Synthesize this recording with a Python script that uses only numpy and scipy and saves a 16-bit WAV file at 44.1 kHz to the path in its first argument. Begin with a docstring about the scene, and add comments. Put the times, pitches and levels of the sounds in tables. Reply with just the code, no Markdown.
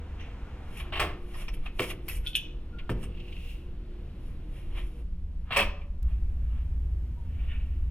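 """A ship's cabin door, near a small camera. A key turns the bolt, key and tag clink, the lever is pushed,
the door scrapes open, the bolt is thrown again from inside, and something creaks by the bed.
Blows, chatter and sliding contact ring the resonances of door, lock and keys. Hull hum and ventilation
rush are shaped noise, different in four places heard in turn: hall, corridor, behind the door, bed."""
import sys
import numpy as np
from scipy import signal
from scipy.fft import rfft, irfft, next_fast_len
from scipy.io import wavfile
from scipy.ndimage import uniform_filter1d, map_coordinates

SR = 44100
rng = np.random.default_rng(int(sys.argv[2]) if len(sys.argv) > 2 else 0)


def generate_wav(sig):
    """Save sig (samples, or channels by samples) to the path in sys.argv[1] as 16-bit PCM at SR."""
    pcm = np.round(np.clip(np.atleast_2d(sig).T, -1, 1) * 32767).astype(np.int16)
    wavfile.write(sys.argv[1], SR, pcm)


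N = 348425
T = np.arange(N) / SR


def amp(db):
    return 10 ** (np.asarray(db) / 20)


def unit_rms(x):
    return x / np.sqrt(np.mean(np.abs(x) ** 2) + 1e-20)


def log_interp(points, hz):
    """Interpolate (Hz, value) points on a log axis."""
    f, v = np.transpose(points)
    return np.interp(np.log(hz + 1), np.log(f + 1), v)


def filtered(x, response):
    """Apply a frequency response."""
    m = next_fast_len(N + SR // 2)
    return irfft(rfft(x, m) * response(np.fft.rfftfreq(m, 1 / SR)), m)[..., :N]


def body(modes, top_hz=30000, order=3):
    """Causal resonator bank, damped above top_hz; unit gain for white noise."""
    def response(f):
        rings = sum((-1) ** k * amp(db) * 1j * f * width / (hz * hz - f * f + 1j * f * width)
                    for k, (hz, width, db) in enumerate(modes))
        damping = 1 / (1 + 1j * f / top_hz)
        return unit_rms(rings * damping ** order)
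    return response


def body_squared(modes):
    """Resonator bank applied twice: deep valleys between modes."""
    return lambda f: unit_rms(body(modes)(f) ** 2)


def noise():
    """Independent noises for mid and side: sum and difference of the microphone ports."""
    return rng.standard_normal((2, N))


def wobble(knots_per_s):
    """Smooth random curve."""
    return map_coordinates(rng.standard_normal(int(N * knots_per_s / SR) + 4), [T * knots_per_s])


def noise_tone(hz, width_hz):
    """Unsteady tone: narrowband noise."""
    return unit_rms(filtered(noise(), lambda f: np.exp(-((f - hz) / width_hz) ** 2)))


def grit(spread_db):
    """Dense tiny impacts; plain noise at zero spread."""
    return unit_rms(noise() * amp(spread_db * wobble(350)))


def stroke(start_s, end_s, rise_s, fall_s):
    """Gain 1 from start to end; 20 dB per rise and fall time outside."""
    return amp(-20 * (np.clip(start_s - T, 0, None) / rise_s + np.clip(T - end_s, 0, None) / fall_s))


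# Hull, one row per place: (shudder [dB], lower engine tone [dB], upper engine tone [dB])
HULL_LEVELS = [(-41, -56, -43.5), (-39.5, -49.5, -49.5), (-35, -43, -43), (-31, -29, -35)]
# Shudder spectrum: (frequency [Hz], relative density [dB])
SHUDDER_SPECTRUM = [(4.7, -35), (8.0, 0.5), (52, -0.5), (68, -48), (110, -120)]
# Engine tones: (frequency [Hz], width [Hz])
ENGINE_TONES = [(57.5, 2.6), (75, 4.7)]
# Level of the low rumble over time: brief rises and falls, with a dip at the loud bolt throw:
# (centre [s], width [s], shudder gain [dB], engine gain [dB])
RUMBLE_GAINS = [(1.521, 0.17, 10, 1), (2.18, 0.072, 9.5, 4.5), (2.93, 0.075, 5, -4), (3.2, 0.4, 4, 4),
                (4.8, 0.21, 7, -0.5), (5.55, 0.055, -9, -9), (5.681, 0.044, 7, -1), (6.07, 0.062, 4, 3),
                (7.12, 0.41, -6, -7.5), (7.5, 0.097, 3.5, 5)]


def hull(place_gains):
    """Low rumble: hull shudder and two engine tones."""
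    shudder, lower, upper = amp(HULL_LEVELS).T @ place_gains
    shudder_db, engine_db = sum(np.outer(db, np.exp(-((T - s) / width_s) ** 2))
                                for s, width_s, *db in RUMBLE_GAINS)
    rumble = unit_rms(filtered(noise(), lambda f: amp(log_interp(SHUDDER_SPECTRUM, f))))
    engine = lower * noise_tone(*ENGINE_TONES[0]) + upper * noise_tone(*ENGINE_TONES[1])
    return shudder * amp(shudder_db) * rumble + amp(engine_db) * engine


# Air rush: (frequency [Hz], hall [dB/Hz], corridor [dB/Hz], behind door [dB/Hz], bed [dB/Hz])
RUSH_SPECTRA = [(70, -59, -83.5, -80, -95), (84, -65, -67, -75, -58), (157, -73.5, -75.5, -73.5, -74),
                (252, -75.5, -78.5, -81.5, -80.5), (580, -87.5, -90, -96.5, -94),
                (680, -85.5, -93, -99, -94.5), (1070, -88.5, -97, -104, -101),
                (1950, -93.5, -102, -108, -104), (2724, -96.5, -101, -108, -105),
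                (3220, -100, -104, -111, -109), (4550, -112, -114, -118, -116),
                (6630, -115, -122, -123, -119), (11560, -122, -122, -124, -119),
                (14160, -127, -127, -129, -121), (15500, -147, -146, -147, -135)]
# Duct tones: (place [index], frequency [Hz], width [Hz], level [dB])
DUCT_TONES = [(0, 479, 17, -64), (1, 132.3, 3.8, -57.5), (1, 178.6, 20, -58), (1, 310, 6.6, -61.5),
              (1, 354.2, 2.5, -56.5), (1, 477.4, 9, -67), (2, 175, 12, -56), (3, 155.2, 11.4, -54),
              (3, 237.4, 9.3, -62.5), (3, 350, 2.7, -69)]


def ventilation(place_gains):
    """Broadband air rush and unsteady duct tones of each place."""
    out = np.zeros((2, N))
    hz, *spectra = np.transpose(RUSH_SPECTRA)
    for gain, density_db in zip(place_gains, spectra):
        spectrum = np.transpose([hz, density_db])
        rush = filtered(np.sqrt(SR / 2) * noise(), lambda f: amp(log_interp(spectrum, f)) * (f > 50))
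        out += gain * amp(0.53 * wobble(6.1)) * rush
    for place, hz, width_hz, db in DUCT_TONES:
        out += place_gains[round(place)] * amp(db) * noise_tone(hz, width_hz)
    return out


# Hall, corridor, behind door, bed: (fade-in start [s], end [s], fade-out start [s], end [s])
PLACE_FADES = [(-1, -.5, .6, 1.3), (.6, 1.3, 5.015, 5.04), (5.015, 5.04, 6.02, 6.036),
               (6.02, 6.036, 9, 9.5)]


def ship():
    """Hull and ventilation, crossfaded from place to place at equal power."""
    place_gains = [np.sin(np.pi / 2 * np.interp(T, edges, [0, 1, 1, 0])) for edges in PLACE_FADES]
    return hull(place_gains) + ventilation(place_gains)


# Reverberation: (frequency [Hz], t60 [s])
WALL_DECAY = [(150, 0.93), (600, 0.59), (2500, 0.4), (6000, 0.41), (9000, 0.21), (14000, 0.24)]


def walls(dry):
    """Narrow steel space: a noise tail with a decay time per frequency."""
    hz, t, spectrum = signal.stft(rng.standard_normal((2, SR // 2)), SR, nperseg=256)
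    decay = amp(-60 * t / log_interp(WALL_DECAY, hz)[:, None])
    tail = signal.istft(spectrum * decay, SR, nperseg=256)[1]
    delayed_mid = np.pad(dry[0], (120, 0))[None]
    return signal.fftconvolve(delayed_mid, tail / np.linalg.norm(tail[0]), axes=1)[:, :N]


# Slips by the bed: (time [s], level [dB], rise [s], fall [s])
CREAK_SLIPS = [(7.3, -68.5, .02, .2), (7.35, -71, .02, .1), (7.392, -60.5, 0.013, 0.14),
               (7.435, -73, .02, .1), (7.487, -56, .012, .1), (7.515, -53, 0.027, 0.11),
               (7.56, -62, 0.023, 0.067), (7.615, -66.5, .02, .1), (7.72, -68.5, .05, 0.28)]
# Creaking part: (frequency [Hz], width [Hz], gain [dB])
CREAK_MODES = [(1406, 53, -4.5), (1820, 90, -1.5), (2310, 130, 3.5), (2610, 200, 5), (2940, 160, 7),
               (3600, 60, 3.5)]


def creak():
    """Uneven slips drive a few resonances by the bed."""
    push = sum(amp(db) * stroke(s, s, rise_s, fall_s) for s, db, rise_s, fall_s in CREAK_SLIPS)
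    return filtered(push * grit(spread_db=0), body(CREAK_MODES, top_hz=3600, order=7))


# Key ring pings: (time [s], level [dB])
RING_PINGS = [(2.082, -44), (2.123, -47), (2.207, -65.5), (2.27, -59), (2.31, -59.5)]


def key_ring(hz=11740, t60_s=0.204):
    """The ring pings on one high, fluttering note."""
    out = np.zeros(N)
    for s, db in RING_PINGS:
        t = np.clip(T - s, 0, None)
        envelope = amp(db - 60 * t / t60_s + 2.3 * wobble(55)) * (1 - np.exp(-t / .003))
        out += envelope * np.sin(2 * np.pi * hz * t)
    return out


# Squeaks: (start [s], end [s], frequency [Hz], level [dB])
SQUEAKS = [(0.37, 0.598, 1410, -65), (2.24, 2.36, 1440, -59), (2.72, 2.826, 1400, -56.5),
           (2.798, 2.908, 1460, -60), (7.161, 7.302, 930, -62.5)]


def squeaks():
    """Thin whistles, unsteady in pitch and level."""
    out = np.zeros(N)
    for start, end, hz, db in SQUEAKS:
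        arch = np.sin(np.pi * np.clip((T - start) / (end - start), 0, 1) ** 0.59)
        envelope = amp(db + 5 * wobble(80)) * arch
        phase = 2 * np.pi * np.cumsum(hz + 35 * wobble(150)) / SR
        out += envelope * np.sin(phase)
    return out


# Door edge catching on the frame: (time [s], level [dB])
EDGE_CATCHES = [(3.1465, -67), (3.175, -54), (3.202, -49), (3.2545, -62), (3.2813, -55), (3.326, -50),
                (3.3655, -53)]
# Door edge: (frequency [Hz], width [Hz], gain [dB])
EDGE_MODES = [(2410, 1150, 5.5), (2760, 304, 15), (3110, 1080, 4)]
# Loose keys, also used by rubbing and tag: (frequency [Hz], width [Hz], gain [dB])
KEY_MODES = [(5560, 900, -4.5), (7000, 650, -3.5), (8980, 1200, -2.5), (9440, 280, -1.5), (9670, 360, -1.5),
             (10700, 580, 0), (11440, 370, -0.5), (12670, 600, -1.5), (14270, 1800, -4.5)]


def door_swing(start_s=3.055, end_s=3.506, growth_db_per_s=31.5, brightening_db_per_s=23):
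    """The edge drags past the frame, ever louder and brighter, catching in short bursts."""
    elapsed_s = np.clip(T, start_s, end_s) - start_s
    drag = amp(-67.5 + growth_db_per_s * elapsed_s) * stroke(start_s, end_s, 0.015, 0.16)
    catches = sum(amp(db) * stroke(s, s, 0.0054, 0.016) for s, db in EDGE_CATCHES)
    scrape = filtered((drag + catches) * grit(spread_db=0), body_squared(EDGE_MODES))
    hiss = drag * amp(-22 + brightening_db_per_s * elapsed_s)
    return scrape + filtered(hiss * noise(), body(KEY_MODES))


# Door leaf, door skin, lock plate, lock case: (frequency [Hz], width [Hz], gain [dB])
LEAF_MODES = [(106, 27, 1.5), (174, 15, 3.5), (204.2, 20, -3.5), (234, 43, -2.5)]
SKIN_MODES = [(294, 27, 1), (323, 45, 4.5), (392, 26, 0.5), (508, 34, 3), (430, 250, -3.5)]
PLATE_MODES = [(581, 25, 4.5), (742, 120, 2), (1020, 71, -0.5), (1100, 270, -2), (1410, 53, -11.5),
               (1625, 82, -4.5), (1837, 120, 10.5), (1170, 610, 10.5)]
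CASE_MODES = [(2020, 90, -4.5), (2197, 290, 1.5), (2484, 64, 4), (2575, 290, 4.5), (2740, 50, -3),
              (3018, 57, 8.5), (2970, 1260, 6), (3490, 63, -4.5), (4300, 200, -16)]


def door_parts(drives, blows, bright_part, spread_db):
    """Blows and tiny impacts ring five parts: leaf, skin, plate, case and a bright part."""
    parts = (body(LEAF_MODES, top_hz=900), body(SKIN_MODES, top_hz=1620),
             body(PLATE_MODES, top_hz=3600, order=6), body(CASE_MODES, top_hz=5080, order=14),
             bright_part)
    impacts = grit(spread_db)
    mid_only = np.array([[1], [0]])
    return sum(filtered(drive * impacts + blow * mid_only, part)
               for drive, blow, part in zip(drives, blows, parts))


# Hand, key and sleeve strokes:
# (time [s], case level [dB], rise [s], fall [s], plate re case [dB], keys re case [dB])
RUB_STROKES = [(0.202, -50, 0.027, 0.17, -13, -37), (.8, -50, 0.11, 0.036, -11, -7),
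               (.88, -57.5, 0.28, 0.066, 4.5, -21), (1.343, -66, 0.0075, 0.022, 11, -30),
               (1.42, -48.5, 0.17, 0.075, 0.5, -8), (1.536, -57.5, 0.016, 0.033, -12, -7),
               (1.665, -53, 0.066, 0.036, 1, -15), (3.04, -51.5, 0.057, 0.036, -15, -7),
               (1.83, -41.5, 0.053, 0.088, -15, -5.5), (1.908, -39.5, 0.03, 0.022, -4, -7),
               (2.115, -48, 0.05, 0.067, -17.5, -2.5), (2.292, -61, .02, .04, -10, 4),
               (2.258, -48.5, 0.03, 0.01, -13, -12), (2.17, -61, 0.041, 0.032, -13, 5),
               (4.28, -68.5, 0.16, 0.13, -6, -4.5), (4.574, -59, 0.13, 0.17, -1, -10),
               (4.782, -45.5, 0.064, 0.081, -0.5, -20), (4.87, -74.5, 0.17, 0.12, -14, 0.5),
               (5.0, -69, 0.17, 0.057, -5, -6), (5.501, -58.5, 0.064, .05, 6, -30),
               (6.106, -63.5, 0.092, 0.11, 2.5, -18), (6.58, -64.5, 0.3, 0.18, 3, -18),
               (7.52, -58.5, 0.34, 0.29, 0, -23)]


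def rubbing():
    """Sliding contact drives lock plate, lock case and keys."""
    plate, case, keys = sum(np.outer(amp(db + np.array([plate_db, 0, keys_db])), stroke(s, s, rise, fall))
                            for s, db, rise, fall, plate_db, keys_db in RUB_STROKES)
    return door_parts([0, 0, plate, case, keys], np.zeros(5), body_squared(KEY_MODES), spread_db=0.5)


# Tag on door: (time [s], level [dB], lower ring gain [dB], jingle gain [dB], rattle gain [dB])
TAG_TAPS = [(2.2641, -31, -9, -15.5, 4.5), (2.27, -31, -6, -11, 12), (2.331, -43.5, -3, -22, 9),
            (2.344, -41.5, -4, -23, 15), (2.3523, -19, 1, -10.5, -8.5), (2.359, -26, 5.5, -8, 1.5),
            (2.367, -36, 6, -15, 13), (2.368, -36, 2.5, -21, 6)]
# Tag, lower and upper ring: (frequency [Hz], width [Hz], gain [dB])
TAG_LOW_MODES = [(2540, 150, 0.5), (2963, 170, 1.5), (1780, 240, -17)]
TAG_HIGH_MODES = [(3440, 220, 0)]


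def key_tag(rattle_t60_s=0.1, jingle_t60_s=0.061):
    """The plastic tag taps the door: a blow, a short rattle and a burst from the keys."""
    low, high, jingle = np.zeros((3, 2, N))
    t = np.arange(SR // 10) / SR
    for s, db, low_db, jingle_db, rattle_db in TAG_TAPS:
        span = slice(round(s * SR), round(s * SR) + len(t))
        force = amp(db + rattle_db - 25.5 - 60 * t / rattle_t60_s) * rng.standard_normal((2, len(t)))
        force[:, 0] += amp(db + np.array([8, -20]))  # blow: mid, side
        high[:, span] += force
        low[:, span] += amp(low_db) * force
        burst = amp(db + jingle_db - 2 - 60 * t / jingle_t60_s) * (1 - np.exp(-t / .003))
        jingle[:, span] += burst * rng.standard_normal((2, len(t)))
    rings = filtered(low, body(TAG_LOW_MODES)) + filtered(high, body(TAG_HIGH_MODES))
    taps = filtered(rings, body([(2995, 1400, 0)], top_hz=7010))
    return taps + filtered(jingle, body_squared(KEY_MODES))


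# Inner door face: (frequency [Hz], width [Hz], gain [dB])
INNER_FACE_MODES = [(211, 7.1, -3), (418, 29, -8), (563, 14, 4.5), (1000, 33, -4.5), (1140, 16, -10.5),
                    (2330, 24, -13), (2496, 37, 1), (2580, 39, 4.5)]


def inner_face(start_s=5.565, level_db=-22, t60_s=0.27):
    """The thin inner face rings on after the bolt is thrown from inside."""
    envelope = (T > start_s) * amp(level_db - 60 * np.abs(T - start_s) / t60_s)
    return filtered(envelope * noise(), body(INNER_FACE_MODES, top_hz=4010))


# Key and lever ticks, also used by lock_contacts: (time [s], level [dB], plate gain [dB],
# jingle gain [dB], lock note gain [dB], lock note [Hz], key note [Hz], t60 [s])
TICKS = [(0.1974, -51.5, -23, -6, 0, 2020, 5900, 0.23), (0.7702, -37.5, -1, -2.5, -10, 2485, 10880, 0.063),
         (0.799, -26.5, -3, -18.5, -20, 2480, 11180, 0.092),
         (1.341, -41.5, -4.5, -12, -0.5, 1830, 5120, 0.096), (1.354, -56, -4, -1.5, 9, 1050, 13600, 0.08),
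         (1.364, -53.5, -7, 4.5, -6, 1490, 10200, 0.12), (1.3792, -47.5, -11, -5, -10, 1015, 9600, 0.11),
         (1.416, -43.5, -4, -13, -6, 2470, 9340, 0.033), (1.471, -45, -8, -13, -7, 2450, 11000, 0.058),
         (1.481, -30, 1.5, -9.5, -7.5, 2434, 5490, 0.062), (1.536, -38.5, -9, -1, -21, 2460, 11130, 0.072),
         (1.5683, -46, 2, -21, -16, 1100, 5040, 0.036), (1.658, -29.5, 0.5, -34, -11, 2516, 5810, 0.11),
         (2.0818, -25.5, -32.5, 4, -10.5, 1980, 11650, 0.057), (2.094, -38, -32, -4, -4, 2595, 9390, 0.11),
         (2.112, -43.5, -30, 4.5, 1, 2020, 10930, 0.12), (2.148, -47, -27, 7.5, -4, 2910, 8700, 0.1),
         (2.168, -43.5, -18.5, 1, -11.5, 2300, 11350, 0.05), (2.786, -31, -5, -58, -13, 2750, 5340, 0.081),
         (3.028, -45.5, 8, 3, 1.5, 2900, 8460, 0.094), (5.473, -64, 4, -27, 3, 1270, 7960, 0.14),
         (5.814, -45.5, -14, -39, -7.5, 2380, 5360, 0.11)]


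def tick_notes():
    """Each tick rings one rough lock note and one cluster of key notes."""
    out, t = np.zeros((2, N + SR)), np.arange(SR // 5) / SR

    def rough_note(hz, width_hz):
        flutter = uniform_filter1d(rng.standard_normal((2, len(t))), round(SR / width_hz))
        return unit_rms(flutter) * np.sin(2 * np.pi * hz * t)

    for s, db, _, jingle_db, note_db, lock_hz, key_hz, t60_s in TICKS:
        lock = amp(note_db) * rough_note(lock_hz, 140)
        keys = amp(jingle_db - 4.5) * rough_note(key_hz, 800) * (1 - np.exp(-t / 0.0039))
        envelope = amp(db - 60 * t / t60_s) * (1 - np.exp(-t / 0.00071))
        out[:, round(s * SR):][:, :len(t)] += envelope * (lock + keys)
    return out[:, :N]


# Bolt throws and lever stop: (time [s], level [dB], leaf gain [dB], skin gain [dB], plate gain [dB],
# snap gain [dB], blow gain [dB], chatter hold [s], base t60 [s])
BOLT_HITS = [(0.922, -24.5, -19, -16, 2, -24, -9, 0.006, 0.056),
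             (0.932, -25, -24, -22, -2, -24, -12, 0.013, 0.092),
             (0.954, -25.5, -27, -14, 2, -23, -6, 0.019, 0.16),
             (0.972, -32, -26, -22, -12, -24, -9, 0.01, 0.079),
             (0.996, -14, -13.5, -17, 2.5, -4.5, 0.5, 0.004, 0.065),
             (1.011, -20, -11.5, -5.5, 3, -13.5, 3, 0.0053, 0.27),
             (1.7895, -24, -21, -4.5, 3, -9, -10, 0.0037, 0.063),
             (1.7948, -23.5, -8, -7.5, -1, -6, 14, 0.0066, 0.08),
             (1.803, -35.5, -2, 9, 6, -6, 11.5, 0.0067, 0.12),
             (1.819, -30, -14, -10, -3, -10, -5, 0.0089, 0.054),
             (1.833, -31, -3, -1, -1, -9, -19, 0.012, 0.053),
             (1.875, -40.5, -8, -1, -10, -8.5, -7, 0.0093, 0.078),
             (1.902, -28.5, -16, -26, -0.5, -18, 3.5, 0.0052, 0.05),
             (1.913, -32, -16, -20, 0.5, -22.5, -3, 0.004, 0.07),
             (2.8937, -35.5, 20, 5, 12, 0, 7.5, 0.002, 0.038), (2.897, -32, 12, 8, 4, -3, 6, 0.003, 0.072),
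             (2.913, -41, 17, 7, 7, -7, 1.5, 0.0058, 0.07), (2.95, -52, 23, 17, -2, -15, -5, 0.03, 0.45),
             (5.507, -25, -2.5, -21, 4, -24, 0, 0.007, 0.065),
             (5.519, -19.5, -27, -20, 0.5, -24, -7, 0.013, 0.27),
             (5.542, -32, -24, -16, -5, -15.5, -7.5, 0.01, 0.19),
             (5.5622, -13.5, -34, -20, 0.5, -6.5, 2, 0.012, 0.087),
             (5.583, -16.5, -33, -20.5, 2.5, -13.5, -2, 0.017, 0.075),
             (5.6, -19.5, -23, -23.5, -5, -11.5, -11, 0.0062, 0.051),
             (5.613, -21.5, -21.5, -16, 0, -13, 5, 0.0058, 0.18)]
# Bright snap of the bolt: (frequency [Hz], width [Hz], gain [dB])
SNAP_MODES = [(5340, 1200, -1.5), (7020, 350, -13), (8300, 2300, -2), (9900, 520, 4), (10800, 2600, -5),
              (13200, 630, -1.5), (14270, 3700, -7.5)]


def lock_contacts():
    """Bolt, key and lever strike: a blow, then dying chatter. The door moves longest."""
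    drives, blows, t = np.zeros((5, N + SR)), np.zeros((5, N)), np.arange(SR // 2) / SR
    # Per part: leaf, skin, plate, case, snap
    t60_scale = np.array([[2.2], [1.6], [1.1], [.99], [.8]])
    rise_s = np.array([[.004], [.003], [.0015], [.0012], [.008]])
    blow_offset_db = np.array([19.5, 24.5, 19.5, 20.5, -1])
    ticks_as_hits = [(s, db - 0.5, -35, -25, plate_db, jingle_db - 6, -4, .005, t60_s)
                     for s, db, plate_db, jingle_db, *_, t60_s in TICKS]
    for s, db, leaf_db, skin_db, plate_db, snap_db, blow_db, hold_s, t60_s in BOLT_HITS + ticks_as_hits:
        gains = amp(db - 12.5 + np.array([[leaf_db], [skin_db], [plate_db], [0], [snap_db]]))
        decay = amp(-60 * np.clip(t - hold_s, 0, None) / (t60_s * t60_scale))
        attack = 1 - np.exp(-t / rise_s)
        drives[:, round(s * SR):][:, :len(t)] += gains * attack * decay
        blows[:, round(s * SR)] = gains[:, 0] * amp(blow_db + blow_offset_db)
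    return door_parts(drives[:, :N], blows, body(SNAP_MODES), spread_db=1)


# Microphone port difference: (frequency [Hz], side re mid [dB])
SIDE_SPECTRUM = [(25, -48.5), (100, -52), (200, -30.5), (380, -22), (700, -13), (1290, -9), (2380, -6),
                 (4400, 3), (8000, -2.5), (15000, -1.5)]


def microphone_ports(mid, side, lead_share=.35):
    """Close ports differ mainly in the treble, partly as sound reaches the left one first."""
    weights = [[np.sqrt(1 - lead_share)], [1j * np.sqrt(lead_share)]]
    shares = filtered(np.array([side, mid]), lambda f: amp(log_interp(SIDE_SPECTRUM, f)) * weights)
    difference = shares.sum(axis=0)
    return np.array([mid + difference, mid - difference])


def scene():
    """Sum all sources as mid and side; return left and right."""
    door = lock_contacts() + tick_notes() + inner_face()
    tag = key_tag()
    reverb = walls(amp(-11.5) * door + amp(-10.5) * tag)
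    friction = rubbing() + door_swing() + creak()
    whistles = (key_ring() + squeaks()) * amp([[0], [-3]])
    mid, side = door + tag + reverb + friction + whistles + ship()
    mid[round(6.030 * SR)] += amp(-34)  # faint click as the last place begins
    return microphone_ports(mid, side)


def record(dry, top_hz=15850):
    """The camera's band limit."""
    return filtered(dry, lambda hz: hz < top_hz)


dry = scene()
out = record(dry)
generate_wav(out)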